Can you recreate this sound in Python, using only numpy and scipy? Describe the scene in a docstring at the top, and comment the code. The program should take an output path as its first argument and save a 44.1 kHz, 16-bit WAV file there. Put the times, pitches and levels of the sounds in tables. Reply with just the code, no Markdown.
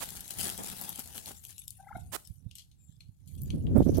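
"""Stiff wing feathers drag, scrape and tick over stones as wild turkeys strut on a gravel drive. Pebbles crunch
under their feet and plumage rustles; two brief, breathy puffs sound close on the right. Farther off, another
bird gives a short gobble and a songbird one thin whistle, in a faint yard echo. Wind nudges the two microphone
ports and buffets them hard at the end."""
import sys
import numpy as np
from scipy import signal
from scipy.fft import rfft, irfft, next_fast_len
from scipy.io import wavfile
from scipy.ndimage import uniform_filter1d, map_coordinates

SR = 44100
rng = np.random.default_rng(int(sys.argv[2]) if len(sys.argv) > 2 else 0)


def generate_wav(signal):
    """Clip the signal to [-1, 1] and save it as 16-bit WAV at the path in sys.argv[1]."""
    frames = np.transpose(np.atleast_2d(signal))
    scaled = np.clip(frames, -1, 1) * 32767
    pcm = np.round(scaled).astype(np.int16)
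    wavfile.write(sys.argv[1], SR, pcm)


N = 176400
CONTACT_LEAD_S = 0.0092  # faint grit ahead of each crack


def amp(db):
    """Decibels to gain."""
    return 10 ** (np.asarray(db) / 20)


def unit(x):
    """Scale to rms 1."""
    return x / np.sqrt(np.mean(x ** 2) + 1e-20)


def along(points, hz):
    """Read (Hz, value) points on a log frequency axis."""
    freqs, values = np.transpose(points)
    return np.interp(np.log(hz + 1), np.log(freqs + 1), values)


def curves(rows):
    """One automation curve for each column after the time."""
    times, *columns = np.transpose(rows)
    return [np.interp(np.arange(N) / SR, times, column) for column in columns]


def wobble(rate):
    """A smooth random curve, rate knots a second."""
    return map_coordinates(rng.standard_normal(int(N * rate / SR) + 4), [np.arange(N) * rate / SR])


def colour(x, db_of_hz):
    """Minimum-phase EQ: nothing rings ahead of an attack."""
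    n = x.shape[-1]
    m = 2 * next_fast_len(n // 2 + 4096)
    gain = amp(db_of_hz(np.fft.rfftfreq(m, 1 / SR)))
    cepstrum = irfft(np.log(np.maximum(gain, 1e-6)))
    cepstrum[1:m // 2] *= 2
    cepstrum[m // 2 + 1:] = 0
    return irfft(rfft(x, m) * np.exp(rfft(cepstrum)), m)[..., :n]


def noise(spectrum):
    """Wide stereo coloured noise, rms 1."""
    return unit(colour(rng.standard_normal((2, N)), lambda hz: along(spectrum, hz)))


def pan(db):
    """Constant-power gains, left louder than right by db."""
    side_db = np.atleast_1d(db)
    return unit(amp(np.array([side_db, -side_db]) / 2) / np.sqrt(amp(db) + amp(-db)))


def add(out, start_s, sound):
    """Mix a short sound in at start_s."""
    part = out[:, max(0, round(start_s * SR)):][:, :sound.shape[-1]]
    part += sound[..., :part.shape[1]]


def rustle(spectrum, clump_db, patchy_db, grains_per_s=700, spread_db=5.5, decay_s=0.00041, hiss_db=-1):
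    """Clumps of tiny crackles over hiss, rms 1; the resonances shift as other feathers touch."""
    sizes = amp(spread_db * np.minimum(rng.exponential(size=N), 3))
    hits = sizes * (rng.random(N) < grains_per_s / SR)
    crackle = signal.lfilter([1], [1, -np.exp(-1 / (decay_s * SR))], hits)
    grains = unit(crackle * rng.standard_normal((2, N))) + amp(hiss_db) * rng.standard_normal((2, N))
    bands = signal.stft(grains * amp(clump_db * wobble(rate=120)), nperseg=256)[2]
    patches = uniform_filter1d(rng.standard_normal(bands.shape[1:]), size=2, axis=0)
    patches = uniform_filter1d(patches, size=14, axis=1)
    patchy = signal.istft(bands * amp(patchy_db * unit(patches)), nperseg=256)[1][:, :N]
    return unit(colour(patchy, lambda hz: along(spectrum, hz)))


def contact(spectrum, tilt, t60, scrape_db, scrape_t60, lead_db=-21, rise_s=0.000097, centre_share=0.55):
    """A faint lead-in, a crack and a gritty scrape; each hit has resonances of its own."""
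    t = np.arange(SR // 5) / SR - CONTACT_LEAD_S
    grit_db = np.where(t < 0, lead_db + 20 * t / CONTACT_LEAD_S, scrape_db - 60 * t / scrape_t60)
    grit = amp(grit_db) * unit(rng.standard_normal(len(t)) * rng.standard_normal((2, len(t))))
    snap = np.clip(1 + t / rise_s, 0, 1) * amp(-60 * np.maximum(t, 0) / t60)
    centre = np.sqrt(centre_share) * rng.standard_normal(len(t))
    wide = np.sqrt(1 - centre_share) * rng.standard_normal((2, len(t)))
    grid_hz = np.linspace(0, SR / 2, 48)
    bumps_db = 4 * rng.standard_normal(len(grid_hz))

    def eq(hz):
        tilt_db = tilt * np.log2(np.maximum(hz, 1000) / 4000)
        return along(spectrum, hz) + np.interp(hz, grid_hz, bumps_db) + tilt_db

    eq_rms = np.sqrt(np.mean(amp(eq(grid_hz)) ** 2))
    return colour(snap * (centre + wide) + grit, eq) / eq_rms / 2


def wing_drag():
    """Feather tips trail over the stones; in each stroke they press harder and the whole wing sounds."""
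    # wing tips trailing on gravel (time [s], relative level [dB])
    trailing = [(0, -44.5), (.15, -45.5), (.24, -51.5), (.35, -45.5), (.53, -44), (.61, -48.5),
                (.76, -45.5), (.93, -46), (1.08, -52), (1.22, -51), (1.36, -56.5), (1.41, -71), (1.5, -61),
                (1.7, -102), (1.87, -74), (2.3, -100)]
    # strokes pressed into the gravel (start [s], length [s], level [dB], body against tips [dB])
    strokes = [(0.302, 0.024, -35.5, -22), (0.365, 0.17, -34.5, -15.5), (0.433, 0.091, -45, 3.5),
               (0.578, 0.057, -46.5, 4), (0.619, 0.13, -41, -6), (0.796, 0.14, -46, -4),
               (0.984, 0.029, -43, -2.5), (1.141, 0.058, -43, -6), (1.261, 0.071, -44, -7),
               (1.434, 0.014, -48.5, -31), (1.488, 0.045, -50, -28)]
    # bright rasp of the tips (frequency [Hz], gain [dB])
    tip_eq = [(150, -8.5), (400, -17), (800, -20), (1100, -17), (1500, -11.5), (2300, -12), (3400, -6.5),
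              (5000, -9.5), (7000, -8.5), (10400, -3.5), (13000, -8), (15500, -11)]
    # hollow body of the wing (frequency [Hz], gain [dB])
    body_eq = [(60, -19), (130, -3), (190, 5.5), (300, -5), (450, -8), (600, -9.5), (820, -4),
               (1100, -15.5), (1600, -15.5), (3000, -39.5), (8000, -46)]
    attack_end, hold_end, release_end = 0.2, 0.74, 1.15  # in stroke lengths
    t = np.arange(N) / SR
    trail = amp(curves(trailing)[0] - 0.5)
    tip_power, body_power = trail ** 2, (amp(-9.5) * trail) ** 2
    for start, length, db, body_db in strokes:
        progress = (t - start) / length
        press = np.interp(progress, [0, attack_end, hold_end, release_end], [0.021, 1.16, 0.71, 0.0027])
        tip_power += (amp(db) * press) ** 2
        body_power += (amp(db + body_db) * press) ** 2
    tips = np.sqrt(tip_power) * rustle(tip_eq, clump_db=1.5, patchy_db=3)
    body = np.sqrt(body_power) * rustle(body_eq, clump_db=1.5, patchy_db=2)
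    return tips * pan(db=6.5) + body * pan(db=1)


def quill_ticks():
    """Single quills catch on stones and spring free."""
    # quill snaps (time [s], level [dB], brightness [dB/octave])
    snaps = [(0.1048, -27, -7), (0.167, -37, -1), (0.2072, -23.5, -4), (0.279, -26, -4), (0.307, -20.5, 6),
             (0.339, -28, -2), (0.4015, -35, 5), (0.432, -24.5, -12), (0.482, -27, 6), (0.4999, -19.5, -8),
             (0.5777, -22, -2), (0.6357, -26, -3), (0.786, -40, -2), (0.798, -23, 21), (0.8134, -21.5, 4),
             (0.838, -24.5, -5), (0.8928, -18, 1), (0.958, -23, -1), (0.9938, -22, 0), (1.075, -32, 0),
             (1.171, -27, 3), (1.259, -26.5, -9), (1.451, -26.5, -7), (1.507, -32, -4),
             (1.5813, -28.5, -7.5), (1.68, -24, -4.5), (1.706, -26.5, -3.5), (2.2739, -34.5, -3.5),
             (3.3647, -48, 9), (3.4185, -30, 6), (3.4345, -27, 18), (3.7792, -27, 14), (3.953, -43, -9),
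             (3.9703, -30, -4), (3.982, -27.5, 14)]
    # crisp tone of a snap (frequency [Hz], gain [dB])
    snap_eq = [(300, -42), (1800, -41.5), (3200, -11.5), (6000, -3.5), (10500, 5), (13000, 5.5),
               (15500, -8.5)]
    out = np.zeros((2, N))
    for time, db, tilt in snaps:
        tick = contact(snap_eq, tilt, t60=0.0084, scrape_db=-17.5, scrape_t60=0.11)
        add(out, time - CONTACT_LEAD_S, amp(db) * pan(db=8) * tick)
    return out


def footsteps(ring_db=7, ring_width_hz=220):
    """Pebbles knock together and slide under a foot; each rings briefly at its own pitch."""
    # shifting pebbles (time [s], level [dB], scrape against knock [dB], brightness [dB/octave], ring [Hz])
    knocks = [(2.512, -34.5, -16, -2, 5360), (2.554, -30.5, -9, 5.5, 2950), (2.584, -32.5, -9, 2, 1940),
              (2.594, -37.5, -6.5, 0.5, 1280), (2.62, -46, -25, 5, 3380), (2.715, -49.5, -11, -1, 4300),
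              (3.006, -38.5, -12, -2.5, 4200), (3.275, -54, 7, 9, 7000), (3.504, -27, -17, -5, 1830),
              (3.668, -35.5, -16.5, -14, 1800), (3.829, -43.5, -4.5, -2, 6500)]
    # stony clack (frequency [Hz], gain [dB])
    pebble_eq = [(300, -41), (1700, -21.5), (2250, -5.5), (2600, -5), (3300, 5), (3800, 0.5), (4400, 1.5),
                 (5300, -6), (7000, -5), (9000, -9), (13000, -10), (14500, -29)]
    out = np.zeros((2, N))
    for time, db, scrape_db, tilt, ring_hz in knocks:
        knock = contact(pebble_eq, tilt, t60=0.011, scrape_db=scrape_db, scrape_t60=0.16)
        ringing = colour(knock, lambda hz: ring_db / (1 + ((hz - ring_hz) / ring_width_hz) ** 2))
        add(out, time - CONTACT_LEAD_S, amp(db) * pan(db=8.5) * ringing / np.sqrt(2))
    return out


def plumage():
    """Feathers slide over each other in a thin rustle, and one quill rubs with a narrow scratch."""
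    # the birds shuffling (time [s], level [dB])
    shuffle = [(1.6, -55.5), (1.72, -66), (1.77, -61), (1.93, -74), (1.97, -57), (2.1, -66), (2.3, -64.5),
               (2.45, -80), (2.75, -81.5), (2.92, -71), (3.03, -80.5), (3.25, -77.5), (3.29, -62.5),
               (3.45, -59), (3.62, -69), (3.74, -73), (3.8, -56.5), (3.92, -58), (3.96, -49), (4, -54)]
    # papery feather tone (frequency [Hz], gain [dB])
    papery_eq = [(400, -32), (2000, -9.5), (3500, 0.5), (5000, -6), (6300, 1.5), (8000, 0), (11000, 6.5),
                 (13500, -3), (15500, -12.5)]
    # the quill rubbing (time [s], level [dB])
    rub = [(3.84, -100), (3.89, -53), (3.92, -70), (3.96, -48.5), (4, -75)]
    # its narrow treble band (frequency [Hz], gain [dB])
    rub_eq = [(4500, -15), (6100, -1), (8000, -44)]
    papery = amp(curves(shuffle)[0]) * rustle(papery_eq, clump_db=3, patchy_db=7.5)
    scratch = amp(curves(rub)[0]) * noise(rub_eq)
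    return (papery + scratch) * pan(db=9.5)


def puffs():
    """Two brief, breathy puffs, close on the right, that swell and stop short."""
    # puffs (start [s], length [s], level [dB], left over right [dB])
    bursts = [(0.004, 0.036, -35.5, -16), (2.117, 0.048, -34.5, -33)]
    # broad, breathy tone (frequency [Hz], gain [dB])
    puff_eq = [(150, -22), (250, -5.5), (392, -3), (1400, -0.5), (1760, -4), (2280, -8.5), (4390, -10),
               (5410, -11.5), (8920, -4.5), (15500, -10.5)]
    out, t = np.zeros((2, N)), np.arange(N) / SR
    for start, length, db, side_db in bursts:
        swell = np.interp((t - start) / length, [0, .35, .7, 1, 1.05], [0.0023, 0.78, 1.29, 0.85, 0.00099])
        out += amp(db) * swell * pan(side_db) * noise(puff_eq)
    return out


def gobble(rise_oct=0.1, arch_oct=0.035, release_ratio=0.5):
    """Rough notes flip between three registers; each swells as its pitch arches up, then breaks off."""
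    # notes (crest [s], swell [s], pitch at crest [Hz], level before EQ [dB], step per harmonic [dB])
    notes = [(1.806, 0.0083, 785, -46, -14.5), (1.839, 0.0095, 800, -53.5, -19),
             (1.851, 0.005, 2080, -66, -37), (1.874, 0.0072, 805, -45.5, -15),
             (1.883, 0.0044, 2080, -55, -14), (1.893, 0.0034, 1370, -45, -14),
             (1.915, 0.0061, 843, -40, -20), (1.923, 0.0022, 2120, -53, -35),
             (1.93, 0.0024, 1440, -41, -18), (1.959, 0.0048, 733, -33, -9), (1.982, 0.0055, 745, -43, -27)]
    # dull tone of the distant call (frequency [Hz], gain [dB])
    voice_eq = [(300, -32), (600, -2), (2200, 0), (2500, -20), (3500, -22), (6000, -45)]
    out, t = np.zeros(N), np.arange(N) / SR
    jitter, flutter = 1 + 0.032 * wobble(rate=540), 1 + 0.28 * wobble(rate=500)
    for crest, swell, pitch_hz, db, step_db in notes:
        age = np.clip((t - crest) / swell, -8, 8)
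        bend = rise_oct * np.clip(age, -.5, 2) - arch_oct * np.clip(age, 0, 2) ** 2
        phase = 2 * np.pi * np.cumsum(pitch_hz * 2 ** bend * jitter) / SR
        envelope = np.exp(-np.where(age < 0, age, age / release_ratio) ** 2 / 2)
        out += amp(db) * envelope * sum(amp(k * step_db) * np.sin((k + 1) * phase) for k in range(3))
    return colour(out * flutter, lambda hz: along(voice_eq, hz)) * pan(db=6)


def songbird():
    """One thin, slightly unsteady whistle from the trees."""
    # whistle contour (time [s], pitch [Hz], level [dB])
    whistle = [(2.76, 7800, -104), (2.785, 7520, -70.5), (2.815, 7280, -65), (2.87, 7400, -63),
               (2.93, 7500, -68.5), (3.02, 7330, -116)]
    hz, db = curves(whistle)
    t = np.arange(N) / SR
    sounding = (t > whistle[0][0]) & (t < whistle[-1][0])
    envelope = sounding * amp(db + 3.1 * wobble(rate=60))
    phase = 2 * np.pi * np.cumsum(hz * (1 + 0.018 * wobble(rate=320))) / SR
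    return envelope * np.sin(phase) * pan(db=14)


def wind(roar_onset_db=-20.5, tearing_db=-16.5):
    """Air rumbles on each microphone port; buffets raise the flow into a brighter, lumpy roar."""
    # light wind (time [s], relative level [dB], left over right [dB])
    breeze = [(0.0, -52.5, -11), (0.14, -60, -1), (0.18, -52, -8), (0.26, -66, -30), (0.41, -50, 5.5),
              (0.64, -60.5, 0), (1.89, -61.5, 3), (1.96, -49.5, -21), (2.08, -48.5, 5.5), (2.26, -68, 5),
              (2.3, -51.5, -16), (2.34, -61.5, -12), (2.47, -48.5, -42), (2.5, -55.5, -28), (2.62, -65, 1),
              (2.91, -61, -15), (3.09, -58, -4.5), (3.15, -66, -3), (3.32, -48.5, -19), (3.4, -41.5, -3),
              (3.5, -37, 0), (3.75, -34, -6.5), (4, -32, -13)]
    # hard buffets (middle [s], length [s], level [dB], left over right [dB])
    buffets = [(3.543, 0.015, -27.5, 4), (3.573, 0.08, -33.5, -18), (3.666, 0.058, -31, 19),
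               (3.691, 0.043, -30.5, -8), (3.731, 0.042, -26.5, 18), (3.775, 0.042, -17.5, -21),
               (3.811, 0.047, -25.5, 13), (3.813, 0.033, -21.5, -16), (3.878, 0.044, -23.5, -25),
               (3.925, 0.06, -27, 17), (3.983, 0.033, -21.5, -10.5)]
    # low rumble of gentle flow (frequency [Hz], gain [dB])
    rumble_eq = [(20, -18.5), (45, -7), (85, 0.5), (160, -6.5), (240, -20.5), (400, -37), (800, -52),
                 (2000, -74)]
    # roar of strong flow (frequency [Hz], gain [dB])
    roar_eq = [(40, -29.5), (130, -6), (240, 9), (320, 0.5), (440, -6.5), (620, -18), (780, -38.5),
               (1100, -43.5), (2500, -53.5)]
    # tearing edge of the hardest buffets (frequency [Hz], gain [dB])
    tearing_eq = [(250, -20.5), (600, 5), (900, -12.5), (1500, -24), (2200, -31), (4000, -55)]
    t = np.arange(N) / SR
    breeze_db, side_db = curves(breeze)
    power = (amp(breeze_db + 3) * pan(side_db)) ** 2
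    for middle, length, db, port_db in buffets:
        power += (amp(db) * pan(port_db) / (1 + (2 * (t - middle) / length) ** 4)) ** 2
    flow = np.sqrt(power)
    lumps = amp(3.4 * np.array([wobble(rate=90), wobble(rate=90)]))
    drive = flow / amp(roar_onset_db)
    squash = np.sqrt(1 + drive ** 2)
    tearing = amp(tearing_db) * drive ** 2 * unit(lumps * noise(tearing_eq))
    rumble = noise(rumble_eq) / squash
    roar = drive * unit(lumps * noise(roar_eq))
    return flow * (rumble + roar + tearing) / squash


def eddies(low_cut_hz=90):
    """Single eddies strike the right port: brief pressure pushes that rebound."""
    # pushes (time [s], level before the low cut [dB], width [s])
    pushes = [(1.952, -31, 0.0013), (1.967, -29.5, 0.00093), (2.307, -22, 0.0021), (2.465, -22, 0.0016),
              (2.895, -34.5, 0.0015), (3.092, -30, 0.0016), (3.783, -4, 0.0015), (3.806, -4, 0.00041),
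              (3.895, -4.5, 0.00056), (3.985, -8.5, 0.00049)]
    t = np.arange(N) / SR
    pressure = sum(amp(db) * np.exp(-((t - time) / width) ** 2 / 2) for time, db, width in pushes)
    port = signal.butter(2, low_cut_hz, 'highpass', fs=SR, output='sos')
    return signal.sosfilt(port, pressure) * pan(db=-29.5)


def yard_echo(send):
    """A short, diffuse echo from the house and the trees."""
    # decay of the yard (frequency [Hz], time to fall 60 dB [s])
    decay = [(200, 0.42), (1500, 0.22), (5000, 0.38), (14000, 0.41)]
    hz, t, bands = signal.stft(rng.standard_normal((2, SR // 2)), SR, nperseg=256)
    tail = signal.istft(bands * amp(-60 * t / along(decay, hz)[:, None]), SR, nperseg=256)[1]
    mono = send.sum(0)[None] / np.sqrt(2)
    return signal.fftconvolve(mono, tail / np.linalg.norm(tail[0]), axes=1)[:, :N]


def air(level_db=-97):
    """A barely audible bed of outdoor air."""
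    # low murmur with a trace of hiss (frequency [Hz], gain [dB])
    air_eq = [(100, 20.5), (400, -18), (1000, -11), (4000, -53), (12000, -28), (16000, -29)]
    return amp(level_db) * noise(air_eq)


def scene(near_send_db=-15, far_send_db=-9):
    """Close turkeys, distant calls with more echo, and dry wind on the microphone."""
    near = wing_drag() + plumage() + quill_ticks() + footsteps() + puffs()
    far = gobble() + songbird()
    echo = yard_echo(amp(near_send_db) * near + amp(far_send_db) * far)
    return near + far + echo + wind() + eddies() + air()


def record(dry, top_hz=16000):
    """A brick-wall high cut on the whole mix."""
    m = next_fast_len(N + SR // 2)
    passband = np.fft.rfftfreq(m, 1 / SR) < top_hz
    return irfft(rfft(dry, m) * passband, m)[:, :N]


dry = scene()
out = record(dry)
generate_wav(out)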